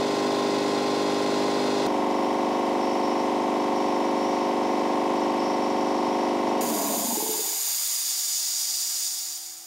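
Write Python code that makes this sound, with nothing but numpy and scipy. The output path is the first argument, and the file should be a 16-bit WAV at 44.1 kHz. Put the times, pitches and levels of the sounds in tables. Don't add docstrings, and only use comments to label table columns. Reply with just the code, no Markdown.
import sys
import numpy as np
from scipy import signal
from scipy.fft import rfft, irfft, next_fast_len
from scipy.io import wavfile
from scipy.ndimage import uniform_filter1d, minimum_filter1d

SR = 44100
rng = np.random.default_rng(int(sys.argv[2]) if len(sys.argv) > 2 else 0)


def voltage_ratio(level):
    return 10 ** (np.asarray(level, float) / 20)


def wrap_up_sound(samples):
    columns = np.atleast_2d(samples).T
    tamed = np.clip(columns, -1, 1)
    steps = np.round(tamed * 32767).astype(np.int16)
    wavfile.write(sys.argv[1], SR, steps)


N = 426006
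T = np.arange(N) / SR

CUT_S, TRIP_S = 1.8662, 6.6095
FAR_HZ, NEAR_HZ = 25.112, 24.728

# (multiple of the crank rate [1], level [dB])
FAR_ORDERS = [(1, -51), (2, -47), (3, -53), (4, -27), (5, -39), (6, -17), (8, -12), (10, -5), (12, -2),
              (13, -13), (14, -8), (16, 0), (18, -9), (19, -12), (20, -10), (21, -9), (22, -8), (23, -15),
              (24, -8), (26, -13), (28, -11), (29, -15), (32, -9), (33, -13), (34, -16), (36, -14),
              (38, -12), (40, -15), (42, -9)]
NEAR_ORDERS = [(8, -11), (9, -7), (10, -4), (11, -8), (12, 0), (13, -15), (14, -1), (15, -10), (16, -2),
               (18, -9), (19, -10), (21, -14), (22, -2), (23, -16), (24, -11), (26, -9), (27, -10),
               (29, -4), (30, -6), (31, -6), (32, -12), (33, -15), (34, -14), (35, -10), (36, -4), (38, -7),
               (40, -11), (42, -12), (43, -10), (44, -8)]
# (multiple
# [1], level [dB])
FAR_PLATES = [(54, -24), (55, -24), (59, -23), (75, -23), (81, -23), (82, -23), (87, -25), (91, -26)]
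NEAR_PLATES = [(39, -21), (46, -21), (50, -24), (57, -27), (72, -26), (76, -25), (78, -25), (82, -21),
               (83, -26), (92, -25), (101, -26), (118, -27), (129, -29)]
# (lowest multiples [dB], first radiated multiple [dB], slope [dB per multiple])
FAR_WEAK, NEAR_WEAK = (-32, -17, -.21), (-30, -22, .05)
RADIATES_FROM, LAST_MULTIPLE = 8, 46
DEEPEST_DB = -7
# (crank angle [turns], strength [dB], centre multiple [1], sweep [milliturns per multiple])
FAR_SLAPS = [(0.1781, -5.0, 30.2, 3.54), (0.3402, 5.7, 21.0, -2.85), (0.3616, -0.7, 28.6, 6.84),
             (0.4904, -5.8, 40.9, 4.39), (0.523, 4.1, 12.6, 3.58), (0.5439, 4.6, 17.6, 11.77),
             (0.6526, -2.7, 14.4, 0.34), (0.8903, 0.4, 17.9, 14.0)]
NEAR_SLAPS = [(0.099, 5.9, 42.6, 2.07), (0.1373, 3.7, 37.4, 6.01), (0.2985, -4.1, 38.4, 0.21),
              (0.3757, 3.4, 19.5, 3.67), (0.3915, -0.9, 28.5, -0.72), (0.4075, 3.3, 10.2, 3.91),
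              (0.4603, -1.4, 16.5, 7.39), (0.7369, -2.4, 21.1, 6.91), (0.8103, 1.6, 24.6, 3.05)]

# (frequency [Hz], level [dB per Hz])
FAR_RUSH = [(40, -60), (100, -32), (250, 2), (600, -1.5), (1050, -1.5), (1250, -11), (1750, -15.5),
            (2300, -14.5), (3000, -14.5), (4300, -12), (5500, -14), (8000, -21.5), (11000, -31),
            (16000, -41)]
NEAR_RUSH = [(40, -53), (150, -8), (230, -2), (600, 1), (1050, 1.5), (1250, -10), (2000, -14),
             (3000, -16.5), (4300, -18.5), (5500, -15.5), (6400, -21.5), (9000, -27.5), (12900, -35),
             (13400, -37), (16000, -47)]
# (frequency [Hz], width [Hz])
FAR_RINGS = [(1360, 70), (1485, 40), (2050, 80), (2200, 60), (2550, 70), (3350, 90), (3570, 90),
             (4150, 150), (4850, 200)]
NEAR_RINGS = [(2030, 90), (2280, 60), (2490, 60), (2920, 70), (3050, 120), (4690, 60), (5320, 130),
              (6180, 80), (6640, 40), (7130, 120), (8240, 80), (12700, 200), (12900, 300)]

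# (time [s], length [s], level [dB])
BELT_SLIPS = [(1.85, 0.054, -52), (2.1, 0.5, -58), (2.79, 0.44, -50.5), (3.58, .06, -53), (3.74, 0.38, -52),
              (4.15, 0.33, -51.5), (4.62, .35, -56), (5.15, 0.21, -56), (5.38, 0.62, -49), (6.0, .38, -53),
              (6.47, 0.17, -55)]
# (frequency [Hz], width [Hz], level [dB])
SQUEAL_TONES = [(5500, 500, -4.5), (5290, 45, 9), (5415, 40, 5.5), (5530, 41, 9), (5760, 38, 10.5),
                (4600, 400, -1)]
GRIP_S, SAG_DB_PER_S, IDLE_SQUEAL_DB = 0.034, -6, -67
# (crank angle [turns], frequency [Hz], width [Hz], level [dB])
TICKS = [(.03, 1980, 440, -41.5), (.05, 9100, 500, -52), (.83, 12800, 900, -71), (.5, 12250, 300, -68)]
TICK_TURNS = 0.021

COAST_S, BRAKE, FIRST_STROKE, VALVE_LAG, STROKE_COUNT = .871, 1.873, .671, .54, 22
BOOM_SPEED, CHIRP_SPEED = .45, .56
# (peak at full speed [dB], peak at rest [dB], pitch at full speed [Hz], pitch at rest [Hz])
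BOOM, KNOCK = (-20, -22.5, 310, 146), (-27, -15, 355, 323)
CHIRP_LOW, CHIRP_HIGH = (-22, -30, 706, 730), (-24.5, -27, 920, 902)
# (time [s], peak [dB], pitch [Hz])
LAST_KNOCKS = [
    (7.391, -28.5, 419),
    (7.538, -52, 320),
]
# (time [s], peak [dB], pitch [Hz])
LAST_CHIRPS = [(7.432, -32.5, 804), (7.452, -33, 933), (7.52, -37, 850), (7.56, -39, 810),
               (7.589, -44, 719), (7.672, -37, 844)]
# (frequency [Hz], level [dB], t60 [s])
TANK_MODES = [(226, -7, 0.19), (300, -14, .1), (398, -7.5, 0.14), (539, -12, 0.16)]
HEAD_MODES = [(225, -18, .05), (300, -22, .3), (420, -13, .45), (550, -20, .12)]
VALVE_MODES = [(586, -16, 0.096), (703.4, -12, 0.12), (825, -17.5, 0.2), (950, -11.5, 0.11),
               (1072, -9, 0.062)]

# (time [s], level [dB], emptying [0-1])
BLEED = [
    (6.61, -33, .1),
    (6.8, -30, 0),
    (7.3, -28.5, 0),
    (7.7, -26.5, 0.34),
    (8.1, -26.5, 0.68),
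    (8.5, -27, 1),
    (9.02, -27.5, 0.97),
    (9.32, -33, 0.88),
    (9.66, -42.5, 0.7),
]
# (frequency [Hz], width [Hz], level at full pressure [dB], level nearly empty [dB])
TUBE = [(3610, 900, -11.5, -12), (4850, 790, -6, -1), (5620, 750, -14.5, -3), (6890, 1030, -0.5, 0),
        (7980, 340, -10.5, -6.5), (8770, 560, -4, -5), (9760, 980, -6.5, -8.5), (10620, 400, -7.5, -23),
        (11670, 850, -7, -13), (13100, 970, -2.5, -8.5), (15400, 1140, -6.5, -10.5)]
# (frequency [Hz], width [Hz])
NOTCHES = [(3300, 120), (5250, 120), (7400, 180), (10200, 310), (12200, 320), (13950, 340)]
# (frequency [Hz], level [dB])
BREATH = [(60, -25), (200, -12), (560, -8.0), (760, -1.5), (1200, -2.5), (2200, 0.5), (3000, 1), (9000, 5.5),
          (16000, -1)]
# (frequency [Hz], width [Hz])
BREATH_RINGS = [(940, 60), (1160, 74), (2150, 160), (2900, 160)]

# (frequency [Hz], level [dB])
HUM = [(334, -61.5), (736, -58.5), (810, -64), (826, -67)]
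# (time [s], gain [dB])
HUM_RISE = [(7.6, -19), (8.03, -8), (8.6, -7.5), (9.66, -8.5)]
# (frequency [Hz], level [dB per Hz])
ROOM_FLOOR = [(30, -105), (100, -99), (300, -99), (800, -94.5), (1500, -93), (4000, -107), (16000, -125)]
# (delay [ms], gain [1])
ECHOES = [(.55, 0.008), (1.3, -0.033), (3.1, 0.087), (7.7, 0.21), (12.9, -0.21), (21.0, 0.17),
          (33.0, -0.26), (47.0, 0.053)]
# (frequency [Hz], side minus mid [dB])
SIDE_DB = [(60, -13), (150, -37), (380, -30.5), (900, -25.5), (1500, -22), (4200, -20.5), (6300, -19),
           (8500, -20), (10800, -17.5), (13000, -21)]


def level(x, db):
    return x * voltage_ratio(db) / np.sqrt(np.mean(x ** 2))


def colour(x, points, rings=(), ring_db=0):
    size = next_fast_len(len(x), True)
    f = np.arange(size // 2 + 1) * SR / size + 1
    hz, db = np.transpose(points)
    curve = voltage_ratio(np.interp(np.log(f), np.log(hz), db))
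    lift = 1 + sum(voltage_ratio(ring_db) / (1 + (2 * (f - c) / w) ** 2) for c, w in rings)
    return irfft(rfft(x, size) * curve * lift, size)[:len(x)]


def band(x, hz, width):
    b, a = signal.iirpeak(hz, hz / width, SR)
    return signal.lfilter(b, a, signal.lfilter(b, a, x))


def walk(rate, size=N):
    hold = max(int(SR / rate), 1)
    steps = np.repeat(rng.standard_normal(size // hold + 3), 8)
    ramp = np.convolve(steps, np.bartlett(17) / 8, "same")
    return 0.67 * np.interp(np.arange(size) * 8 / hold + 8, np.arange(len(ramp)), ramp)


def echoes(x):
    out = x + sum(g * np.roll(x, int(ms * SR / 1000)) for ms, g in ECHOES)
    return out / np.sqrt(1 + sum(g * g for _, g in ECHOES))


def garage():
    hum = sum(voltage_ratio(db + 7.5 + 0.52 * walk(6)) * np.sin(2 * np.pi * hz * T) for hz, db in HUM)
    floor = colour(rng.standard_normal(N), ROOM_FLOOR) * np.sqrt(SR / 2)
    return hum * voltage_ratio(np.interp(T, *np.transpose(HUM_RISE))) + floor


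def unloader():
    s, db, empty = np.transpose(BLEED)
    db = np.interp(T, s, db)
    empty = np.clip(np.interp(T, s, empty), 0, 1)
    jet = 0
    for hz, w, full, end in TUBE:
        resonance = level(band(rng.standard_normal(N), hz, w), 10 * np.log10(w))
        jet = jet + resonance * voltage_ratio(full + empty * (end - full) + 0.21 * walk(9.8))
    sputter = voltage_ratio(0.26 * walk(25) + 1.3 * walk(70) + 1.6 * walk(900))
    breath = colour(rng.standard_normal(N), BREATH, BREATH_RINGS, ring_db=-6.5)
    hiss = level(jet * sputter, 0) + level(breath, -6.5) * voltage_ratio(-4.5 * empty)
    for hz, w in NOTCHES:
        hiss = .4 * hiss + .6 * signal.lfilter(*signal.iirnotch(hz, hz / w, SR), hiss)
    pop = 1 + 0.74 * np.exp(-np.clip(T - TRIP_S, 0, None) / 0.0034)
    return echoes(hiss) * pop * voltage_ratio(db) * (T > TRIP_S)


def strike(events, modes, own_t60, push_s, glide):
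    out, t = np.zeros(N + SR), T[:SR // 2]
    mix = rng.standard_normal((len(events), len(modes)))
    bend = t + glide * 0.0094 * (1 - np.exp(-t / 0.0048))
    for (s, db, hz), chances in zip(events, mix):
        tones = np.sin(2 * np.pi * hz * bend) * 1000 ** (-t / own_t60)
        for (f, d, t60), r in zip(modes, chances):
            mode = np.sin(2 * np.pi * f * (1 + 0.019 * r) * t) * 1000 ** (-t / t60)
            tones += voltage_ratio(d + 1.6 * r) * mode
        tones *= 1 - np.exp(-t / push_s)
        start = int(s * SR)
        out[start:start + len(t)] += voltage_ratio(db) * tones / np.abs(tones).max()
    return out[:N]


def slowing(lag, limit, fast, slow):
    strokes = np.arange(STROKE_COUNT) + FIRST_STROKE + lag
    left = (1 - strokes * BRAKE / (2 * NEAR_HZ * COAST_S)) ** (1 / BRAKE)
    speed = left ** (BRAKE - 1)
    chance = rng.standard_normal((STROKE_COUNT, 2)).T

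    def rows(db, rest_db, hz, rest_hz):
        peak = rest_db + (db - rest_db) * speed + 1.1 * chance[0]
        pitch = (rest_hz + (hz - rest_hz) * speed) * (1 + 0.026 * chance[1])
        return np.transpose([TRIP_S + COAST_S * (1 - left), peak, pitch])

    return list(rows(*fast)[speed > limit]), list(rows(*slow)[speed <= limit])


def coasting():
    booms, knocks = slowing(0, BOOM_SPEED, BOOM, KNOCK)
    low, high = slowing(VALVE_LAG, CHIRP_SPEED, CHIRP_LOW, CHIRP_HIGH)
    thumps = strike(booms, TANK_MODES, own_t60=.09, push_s=.001, glide=.15)
    thumps += strike(knocks + LAST_KNOCKS, HEAD_MODES, own_t60=.06, push_s=.001, glide=.06)
    chirps = strike(low + high + LAST_CHIRPS, VALVE_MODES, own_t60=.07, push_s=.004, glide=-.08)
    blows = thumps + voltage_ratio(1.5) * chirps
    tail = rng.standard_normal(SR) * 1000 ** (-T[:SR] / 0.86)
    heard = voltage_ratio(-2.5) * blows + voltage_ratio(-39.0) * signal.fftconvolve(blows, tail)[:N]
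    return signal.sosfilt(signal.butter(4, 180, "high", fs=SR, output="sos"), heard)


def ticking(turns):
    out = 0
    for angle, hz, w, db in TICKS:
        ring = level(band(rng.standard_normal(len(turns)), hz, w), db)
        out = out + ring * np.exp(-((turns - angle) % 1) / TICK_TURNS)
    return out


def slipping():
    out = voltage_ratio(IDLE_SQUEAL_DB)
    for s, length, db in BELT_SLIPS:
        edge = np.clip(np.minimum(T - s, s + length - T) / GRIP_S + .5, 0, 1)
        out = out + edge * voltage_ratio(db + SAG_DB_PER_S * np.clip(T - s, 0, length))
    return out * voltage_ratio(1.3 * walk(9))


def belt_squeal():
    voices = sum(voltage_ratio(db) * band(rng.standard_normal(N), hz, w) for hz, w, db in SQUEAL_TONES)
    return level(voices, 2.5) * slipping()


def rush(turns, points, rings, db, repeat, ring_db, beat_db):
    size = int(round(1 / np.mean(np.diff(turns))))
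    again = np.interp(turns % 1 * size, np.arange(size + 1), rng.standard_normal(size + 1))
    again = signal.sosfilt(signal.butter(6, [1150, 4200], "band", fs=SR, output="sos"), again)
    fresh = rng.standard_normal(len(turns)) * voltage_ratio(beat_db * np.cos(4 * np.pi * turns))
    return level(colour(repeat * again + echoes(fresh), points, rings, ring_db), db)


def all_orders(strong, weak):
    deep_db, db, slope = weak
    tones = {}
    for k in range(1, LAST_MULTIPLE + 1):
        if k < RADIATES_FROM:
            tones[k] = deep_db + DEEPEST_DB * (k < 4)
        else:
            tones[k] = db + slope * (k - RADIATES_FROM)
    tones.update(dict(strong))
    return list(tones.items())


def pump(hz, orders, slaps, span, db, wobble_db):
    size = len(T[span])
    turns = hz * T[span] + 0.0026 * walk(3.03, size=size)
    out = 0
    for k, tone_db in orders:
        cycle = 0
        for angle, slap_db, centre, sweep in slaps:
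            strength = voltage_ratio(slap_db) / (1 + ((k - centre) / 8) ** 2)
            delay_turns = k * angle - sweep * (k - centre) ** 2 / 2000
            cycle = cycle + strength * np.exp(-2j * np.pi * delay_turns)
        gain = voltage_ratio(tone_db + wobble_db * (0.5 + k / 60) * walk(14, size=size))
        out = out + gain * np.cos(2 * np.pi * k * turns + np.angle(cycle))
    return level(out, db), turns


def running():
    out, cut, trip = np.zeros(N), int(CUT_S * SR), int(TRIP_S * SR)
    far, near = slice(0, cut), slice(cut, trip + SR + SR // 4)

    orders = all_orders(FAR_ORDERS, FAR_WEAK) + FAR_PLATES
    tones, turns = pump(FAR_HZ, orders, FAR_SLAPS, far, db=-24.0, wobble_db=0.5)
    noise = rush(turns, FAR_RUSH, FAR_RINGS, db=-30.5, repeat=0.87, ring_db=-2.5, beat_db=-1.0)
    motor = voltage_ratio(-50.5) * np.sin(2 * np.pi * 120 * T[far])
    out[far] = tones + noise + motor

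    orders = all_orders(NEAR_ORDERS, NEAR_WEAK) + NEAR_PLATES
    tones, turns = pump(NEAR_HZ, orders, NEAR_SLAPS, near, db=-23.5, wobble_db=1.5)
    noise = rush(turns, NEAR_RUSH, NEAR_RINGS, db=-34, repeat=1.29, ring_db=-5.0, beat_db=-0.7)
    after = np.clip(T[near] - TRIP_S, 0, None)
    moving = noise + belt_squeal()[near] + ticking(turns)
    out[near] = tones * np.exp(-after / 0.06) + moving * voltage_ratio(-32 * after ** 1.67)
    out[near] += (out[cut - 1] + .14 - out[cut]) * np.exp(-(T[near] - CUT_S) / .00008)
    return out


def scene():
    mid = garage() + unloader() + coasting() + running()
    scatter = rng.standard_normal(1500) * np.exp(-T[:1500] / 0.008)
    scattered = signal.fftconvolve(mid, scatter / np.linalg.norm(scatter))[:N]
    side = colour(scattered, SIDE_DB) - 0.035 * mid * (T > TRIP_S)
    return np.array([mid + side, mid - side])


def low_pass(x):
    return signal.sosfilt(signal.butter(12, 15900, fs=SR, output="sos"), x)


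def record(dry):
    need = np.minimum(1, .165 / (np.abs(dry).max(axis=0) + 1e-9))
    gain = uniform_filter1d(minimum_filter1d(need, size=221), size=221)
    top = signal.ellip(16, .2, 90, 15750, fs=SR, output="sos")
    mix = signal.sosfilt(top, dry * gain)
    return low_pass(mix)


dry = scene()
out = record(dry)
wrap_up_sound(out)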